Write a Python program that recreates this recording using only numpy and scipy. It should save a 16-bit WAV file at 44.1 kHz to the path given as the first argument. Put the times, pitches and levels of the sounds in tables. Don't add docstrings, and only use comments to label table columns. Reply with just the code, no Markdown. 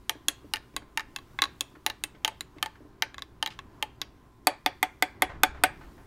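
import sys
import numpy as np
from scipy import signal
from scipy.io import wavfile
from scipy.ndimage import uniform_filter1d

SR = 44100
rng = np.random.default_rng(int(sys.argv[2]) if len(sys.argv) > 2 else 0)


def store_pcm(level_fs):
    pcm = np.round(np.clip(level_fs, -1, 1) * 32767).astype(np.int16)
    wavfile.write(sys.argv[1], SR, np.atleast_2d(pcm).T)


def boost(x):
    u = np.asarray(x, float) / 20
    return 10 ** u


N = 267598

# (frequency [Hz], density [dB per Hz])
AIR_SPECTRUM = [(18, -10), (36, 11), (65, 5), (91, -10.5), (102, -3), (124, -10.5), (165, -18), (314, -13),
                (416, -16.5), (465, -26.5), (1020, -24), (2660, -40), (10500, -45.5), (15700, -46),
                (16500, -80)]
# (frequency [Hz], rms level [dB])
FRIDGE_HUM = [(59.2, -66.5), (118.4, -68.5), (264, -82.5), (378, -75), (1030, -74.5)]
# (time [s], footsteps and shuffling [dB], rustle of cloth [dB])
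MOVEMENT = [(0, -3.5, 2), (.4, -2.5, 3.5), (.85, -0.5, -0.5), (1.401, 1.5, 5), (1.8, -2.5, 3.5),
            (2.251, 0.5, 2), (2.5, -3.5, 0), (3.2, 2.5, -2), (3.6, 0.5, -2), (3.76, 3.5, -0.5),
            (3.9, -1.5, -2.5), (4.301, -3.5, -2), (5.101, -3.5, 2), (5.349, 16.5, -9), (5.6, 16, -3),
            (5.8, 7.5, 4.5), (6.07, 3.5, 6)]
CALM_DB = [-65, -63.5, -58, -75.5]
STEP_SHARE = [1.2, 0.66, 0.44]
SWELL_DB = [2.2, 1.8, 1, 0.87]

# (time [s], strength [dB], sharpness [dB], favoured mode [Hz])
NEAR_BLOWS = [(0.0949, -14, 3, 3150), (0.5367, -17, 3, 2830), (0.5589, -30, -2, 2770),
              (0.5684, -32.5, -5, 1750), (0.9742, -18, -2, 1790), (0.9953, -29, -9, 1780),
              (1.006, -32.5, -7, 1790), (1.8634, -13.5, 2.5, 3780), (1.8996, -25.5, -0.5, 3820),
              (2.2477, -13.5, -0.5, 3060), (2.2779, -21, 2, 970), (2.6269, -16.5, -1.5, 3140),
              (2.6599, -25.5, -3.5, 810), (3.0222, -14, -3.5, 1950), (3.4266, -15.5, -2, 3150),
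              (3.461, -22, 0, 3140), (3.4745, -28.5, -5, 3950), (3.826, -17, -1.5, 3140)]
FAR_BLOWS = [(0.2838, -10.5, 10.5, 3376), (0.7644, -16, 2.5, 1100), (1.1617, -23, -5, 2600),
             (1.1865, -36.5, -11, 1200), (1.3888, -22.5, -20.5, 2160), (1.4197, -9.5, -4.5, 3690),
             (1.4262, -28, -26, 1100), (1.4387, -17, -12, 3730), (1.447, -43, 16, 3900),
             (1.4545, -30, -11.5, 1090), (1.6083, -17.5, 3, 4620), (2.0378, -16.5, 3.5, 4340),
             (2.4079, -23.5, 2, 3900), (2.584, -45.5, -12, 2060), (3.1436, -35, -11.5, 1620),
             (3.1815, -31.5, -13.5, 1110), (3.1924, -39, -4.5, 1630), (3.2213, -28, -4.5, 3670),
             (3.5898, -31, -11, 1100), (4.0156, -20, -0.5, 3620)]
RIM_BLOWS = [(4.4707, -10, 2, 4480), (4.6615, -15.5, -2.5, 3570), (4.8284, -16.5, -1, 2013),
             (5.024, -15, 2, 2013), (5.221, -13, 2, 2013), (5.434, -10.5, 2.5, 1410),
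             (5.6369, -11, 5, 1500)]
# (frequency [Hz], level [dB], t60 [s])
NEAR_MODES = [(750, -8.5, .06), (873, 2.5, 0.061), (1200, 6.5, 0.02), (1790, -17, 0.035),
              (2060, -16.5, 0.024), (2335, -14, 0.019), (2830, 0, 0.023), (3140, -0.5, 0.019),
              (3670, -10, 0.018), (3873, -8.5, 0.029), (5000, -7, .012), (5820, 9, 0.0077),
              (6600, 17, 0.0044), (8380, 6, 0.0077), (9530, -0.5, 0.011), (11980, -13, 0.0082),
              (14400, -23, .01)]
FAR_MODES = [(814, -4, 0.045), (1100, 4.5, 0.034), (1658, -0.5, 0.019), (2020, -8.5, 0.027),
             (2160, -13.5, 0.021), (2610, -9.5, 0.038), (3140, -26, 0.12), (3370, -7, 0.027),
             (3530, -6, 0.019), (3900, -3, 0.02), (4620, -7, 0.0038), (5620, -2.5, 0.014), (6824, 8, 0.01),
             (8620, 1, 0.0092), (9100, -11, .01), (11600, -9, 0.012), (13300, -43.5, .02)]
RIM_MODES = [(573, -16, 0.05), (746.8, 2, 0.095), (876, 2.5, 0.045), (1200, 2.5, 0.027), (1515, -8, 0.035),
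             (2013, -5.5, 0.026), (2160, -11.5, 0.034), (2460, -3.5, 0.023), (3050, -15, 0.033),
             (3320, -12.5, 0.051), (3570, -8.5, 0.029), (4480, -12, 0.02), (5466, -6.5, 0.0089),
             (6640, 1, 0.0079), (8170, 0, 0.011), (9390, -1.5, 0.013), (11780, -1, 0.0072),
             (12220, -0.5, 0.015), (1620, -29.5, 0.19), (2330, -33, 0.28), (3390, -29, 0.16),
             (4520, -35.5, 0.13)]
BAND_EDGES_HZ = [1300, 2500, 4800]
NEAR_BALANCE_DB = [-7, -3, 1, 1]
FAR_BALANCE_DB = [-13, -6, 0, 0]
RIM_BALANCE_DB = [1.5, 3, 1, 3.5]
SHARPNESS_GAIN = [-.5, -0.38, -0.067, 0.63]
# (level over the lines [dB], t60 [s])
CRACK = [(-8.5, 0.16), (0.5, 0.074), (2.5, 0.02), (1.5, 0.0076)]
SPREAD = {"wall": (3, 0.012), "rim": (1.5, 0.003)}
# (frequency [Hz], level [dB], t60 [s])
BASE_MODES = [(308.3, 3.5, 0.06), (415.8, -2.5, 0.082), (613.3, -8, 0.1)]
ROCK_DB = {"near": -31, "far": -26.5, "rim": -17}
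# (time [s], peak [dB])
SLOSHES = [(0.153, -44), (0.444, -43), (0.74, -46.5), (0.823, -49), (1.764, -45.5), (2.147, -49.5),
           (2.563, -43.5), (2.805, -46), (2.85, -45)]

# (frequency [Hz], t60 [s])
KITCHEN_T60 = [(250, 0.067), (800, 0.23), (2500, 0.38), (6000, 0.25), (14000, 0.043)]
# (frequency [Hz], level [dB])
KITCHEN_COLOUR = [(200, 6.5), (800, -2), (1300, -3), (2200, -7), (3500, -10.5), (6500, -7.5), (10000, -3),
                  (14000, -4)]

# (time [s], peak [dB], centre [Hz], t60 [s])
RUBS = [(.437, -67.5, 903, 0.066), (.738, -49, 1100, 0.032), (.818, -51, 1100, 0.065),
        (1.752, -48.5, 1100, 0.07), (2.148, -53.5, 1484, 0.095), (2.561, -59, 1200, 0.24),
        (2.755, -51, 1010, 0.069), (3.503, -45, 2150, 0.16), (3.511, -52, 2940, 0.038),
        (3.523, -61, 3850, 0.055), (3.534, -61, 3450, 0.059), (4.449, -61, 4460, 0.017)]
# (time [s], peak [dB], centre [Hz], t60 [s])
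BUMPS = [(5.291, -42.5, 870, 0.31), (5.545, -46, 930, 0.34), (5.808, -49.5, 940, 0.31),
         (5.979, -52, 900, 0.22)]

TICK_DB, TICK_T60_S = 10, 0.0054
FAVOUR_DB, FAVOURED_BAND_DB = 11.5, 4
CRACK_DB_PER_SHARP_DB = 0.31
KITCHEN_DB, LINES_TO_ROOM_DB = -11, -6.5
EARLY_DB, EARLY_T60_S = 12.5, 0.036
LIMIT = 0.95
EDGE_HZ = 15900


def evened(x):
    return x / np.sqrt(np.mean(x ** 2) + 1e-20)


def read(points, hz):
    f, value = np.transpose(points)
    return np.interp(np.log(hz + 1), np.log(f + 1), value)


def add(mix, time_s, sound):
    part = mix[round(time_s * SR):][:len(sound)]
    part += sound[:len(part)]


def band(x, lo_hz, hi_hz):
    return signal.sosfilt(signal.butter(2, [lo_hz, hi_hz], "bandpass", fs=SR, output="sos"), x)


def fridge_hum():
    out, t = np.zeros(N), np.arange(N) / SR
    for hz, db in FRIDGE_HUM:
        drift = np.cumsum(evened(uniform_filter1d(rng.standard_normal(N), 3000))) / SR
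        out += boost(db + 5.5) * np.sin(2 * np.pi * (hz * t + 0.02 * hz * drift))
    return out


def room_air():
    frames, hz = N // 256 + 5, np.fft.rfftfreq(1024, 1 / SR)
    real, imag, patches = rng.standard_normal((frames, 513, 3)).T
    patches = evened(uniform_filter1d(uniform_filter1d(patches, 10, 0), 10, 1))
    z = (real + 1j * imag) * boost(read(AIR_SPECTRUM, hz)[:, None] + 1.2 * patches)

    deep = 1 / (1 + (hz / 78) ** 8)
    low = 1 / (1 + (hz / 150) ** 6)
    high = 1 / (1 + (3000 / (hz + 1)) ** 4)
    ranges = [deep, low * (1 - deep), (1 - low) * (1 - high), high]
    time_s, steps_db, rustle_db = np.transpose(MOVEMENT)
    lifts = [share * steps_db for share in STEP_SHARE] + [rustle_db]

    out, t = np.zeros(N), np.arange(N) / SR
    for power, calm_db, lift_db, swell_db in zip(ranges, CALM_DB, lifts, SWELL_DB):
        noise = signal.istft(z * np.sqrt(power)[:, None], nperseg=1024, noverlap=768)[1][:N]
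        swell = uniform_filter1d(uniform_filter1d(rng.standard_normal(N), 4000), 4000)
        level_db = calm_db + np.interp(t, time_s, lift_db) + swell_db * evened(swell)
        out += evened(noise) * boost(level_db)
    return out


def ring(modes, size=6000):
    hz, db, t60 = np.transpose(modes)[:, :, None]
    t = np.arange(size) / SR
    phase = rng.random(hz.shape)
    swell = 1 - np.exp(-t * hz * 1.95)
    return boost(db - 60 * t / t60) * np.sin(2 * np.pi * (hz * t + phase)) * swell


def clink(modes, spread, balance_db, strength_db, sharp_db, favoured_hz):
    hz, db, t60 = np.transpose(modes)
    spread_db, spread_pitch = spread
    chance = rng.standard_normal((2, len(hz)))
    favour = np.exp(-(np.log(hz / favoured_hz) / 0.09) ** 2)
    db = db + spread_db * chance[0] + FAVOUR_DB * favour
    rings = ring(np.transpose([hz * (1 + spread_pitch * chance[1]), db, t60]))

    t = np.arange(rings.shape[1]) / SR
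    noise = rng.standard_normal(len(t))
    tick = boost(TICK_DB - 60 * t / TICK_T60_S)
    edges_hz = [400, *BAND_EDGES_HZ, 13000]
    group = np.digitize(hz, BAND_EDGES_HZ)
    favoured = np.arange(len(balance_db)) == np.digitize(favoured_hz, BAND_EDGES_HZ)
    peaks_db = strength_db + np.add(balance_db, np.multiply(SHARPNESS_GAIN, sharp_db))
    peaks_db = peaks_db + FAVOURED_BAND_DB * favoured

    out = np.zeros((2, len(t)))
    for k, peak_db in enumerate(peaks_db):
        crack_db, crack_t60 = CRACK[k]
        tones = rings[group == k].sum(0)
        burst = band(noise * (boost(-60 * t / crack_t60) + tick), edges_hz[k], edges_hz[k + 1])
        burst_gain = boost(crack_db + CRACK_DB_PER_SHARP_DB * sharp_db)
        part = np.array([tones / abs(tones).max(), burst_gain * burst / abs(burst).max()])
        out += boost(peak_db) * part / abs(part.sum(0)).max()
    return out


def spoon_on_carafe():
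    places = [("near", NEAR_BLOWS, NEAR_MODES, NEAR_BALANCE_DB, SPREAD["wall"]),
              ("far", FAR_BLOWS, FAR_MODES, FAR_BALANCE_DB, SPREAD["wall"]),
              ("rim", RIM_BLOWS, RIM_MODES, RIM_BALANCE_DB, SPREAD["rim"])]
    out, thuds = np.zeros((2, N)), list(SLOSHES)
    for place, blows, modes, balance_db, spread in places:
        for time_s, strength_db, sharp_db, favoured_hz in blows:
            thuds.append((time_s, strength_db + ROCK_DB[place]))
            sounds = clink(modes, spread, balance_db, strength_db, sharp_db, favoured_hz)
            for row, sound in zip(out, sounds):
                add(row, time_s, sound)
    for time_s, db in thuds:
        add(out[1], time_s, boost(db) * ring(BASE_MODES).sum(0))
    return out


def kitchen_echoes(x):
    taps = np.zeros(SR // 2)
    at = np.arange(120, len(taps) - 10, 10)
    taps[at + rng.integers(0, 10, len(at))] = rng.choice([-1., 1.], len(at))
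    hz, t, z = signal.stft(taps, SR, nperseg=128)
    late = boost(-60 * t / read(KITCHEN_T60, hz)[:, None])
    early = boost(EARLY_DB - 60 * t / EARLY_T60_S)
    z = z * boost(read(KITCHEN_COLOUR, hz)[:, None]) * (late + early)
    tail = signal.istft(z, SR, nperseg=128)[1]
    return signal.fftconvolve(x, tail / np.linalg.norm(tail))[:N]


def scuffs(events, width, rough_db):
    out, t = np.zeros(N), np.arange(14000) / SR
    for time_s, db, hz, t60 in events:
        noise = rng.standard_normal(len(t))
        grain = evened(uniform_filter1d(rng.standard_normal(len(t)), 150))
        rough = band(noise * boost(rough_db * grain), hz / width, hz * width)
        shape = boost(-60 * t / max(t60, 0.02)) * (1 - np.exp(-t / 0.00069))
        add(out, time_s, boost(db) * evened(rough) * shape)
    return out


def scene():
    lines, crack = spoon_on_carafe()
    crack = crack + scuffs(RUBS, 1.8, 1.8) + scuffs(BUMPS, 1.83, 1.4)
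    echoes = kitchen_echoes(boost(LINES_TO_ROOM_DB) * lines + crack)
    background = room_air() + fridge_hum()
    return (lines + crack + boost(KITCHEN_DB) * echoes + background)[None]


def band_limit(x):
    return signal.sosfilt(signal.butter(12, 17090, fs=SR, output="sos"), x)


def record(dry):
    rounded = dry / (1 + (dry / LIMIT) ** 4) ** (1 / 4)
    edge = signal.cheby1(8, 0.5, EDGE_HZ, fs=SR, output="sos")
    mix = signal.sosfilt(edge, rounded)
    return band_limit(mix)


dry = scene()
out = record(dry)
store_pcm(out)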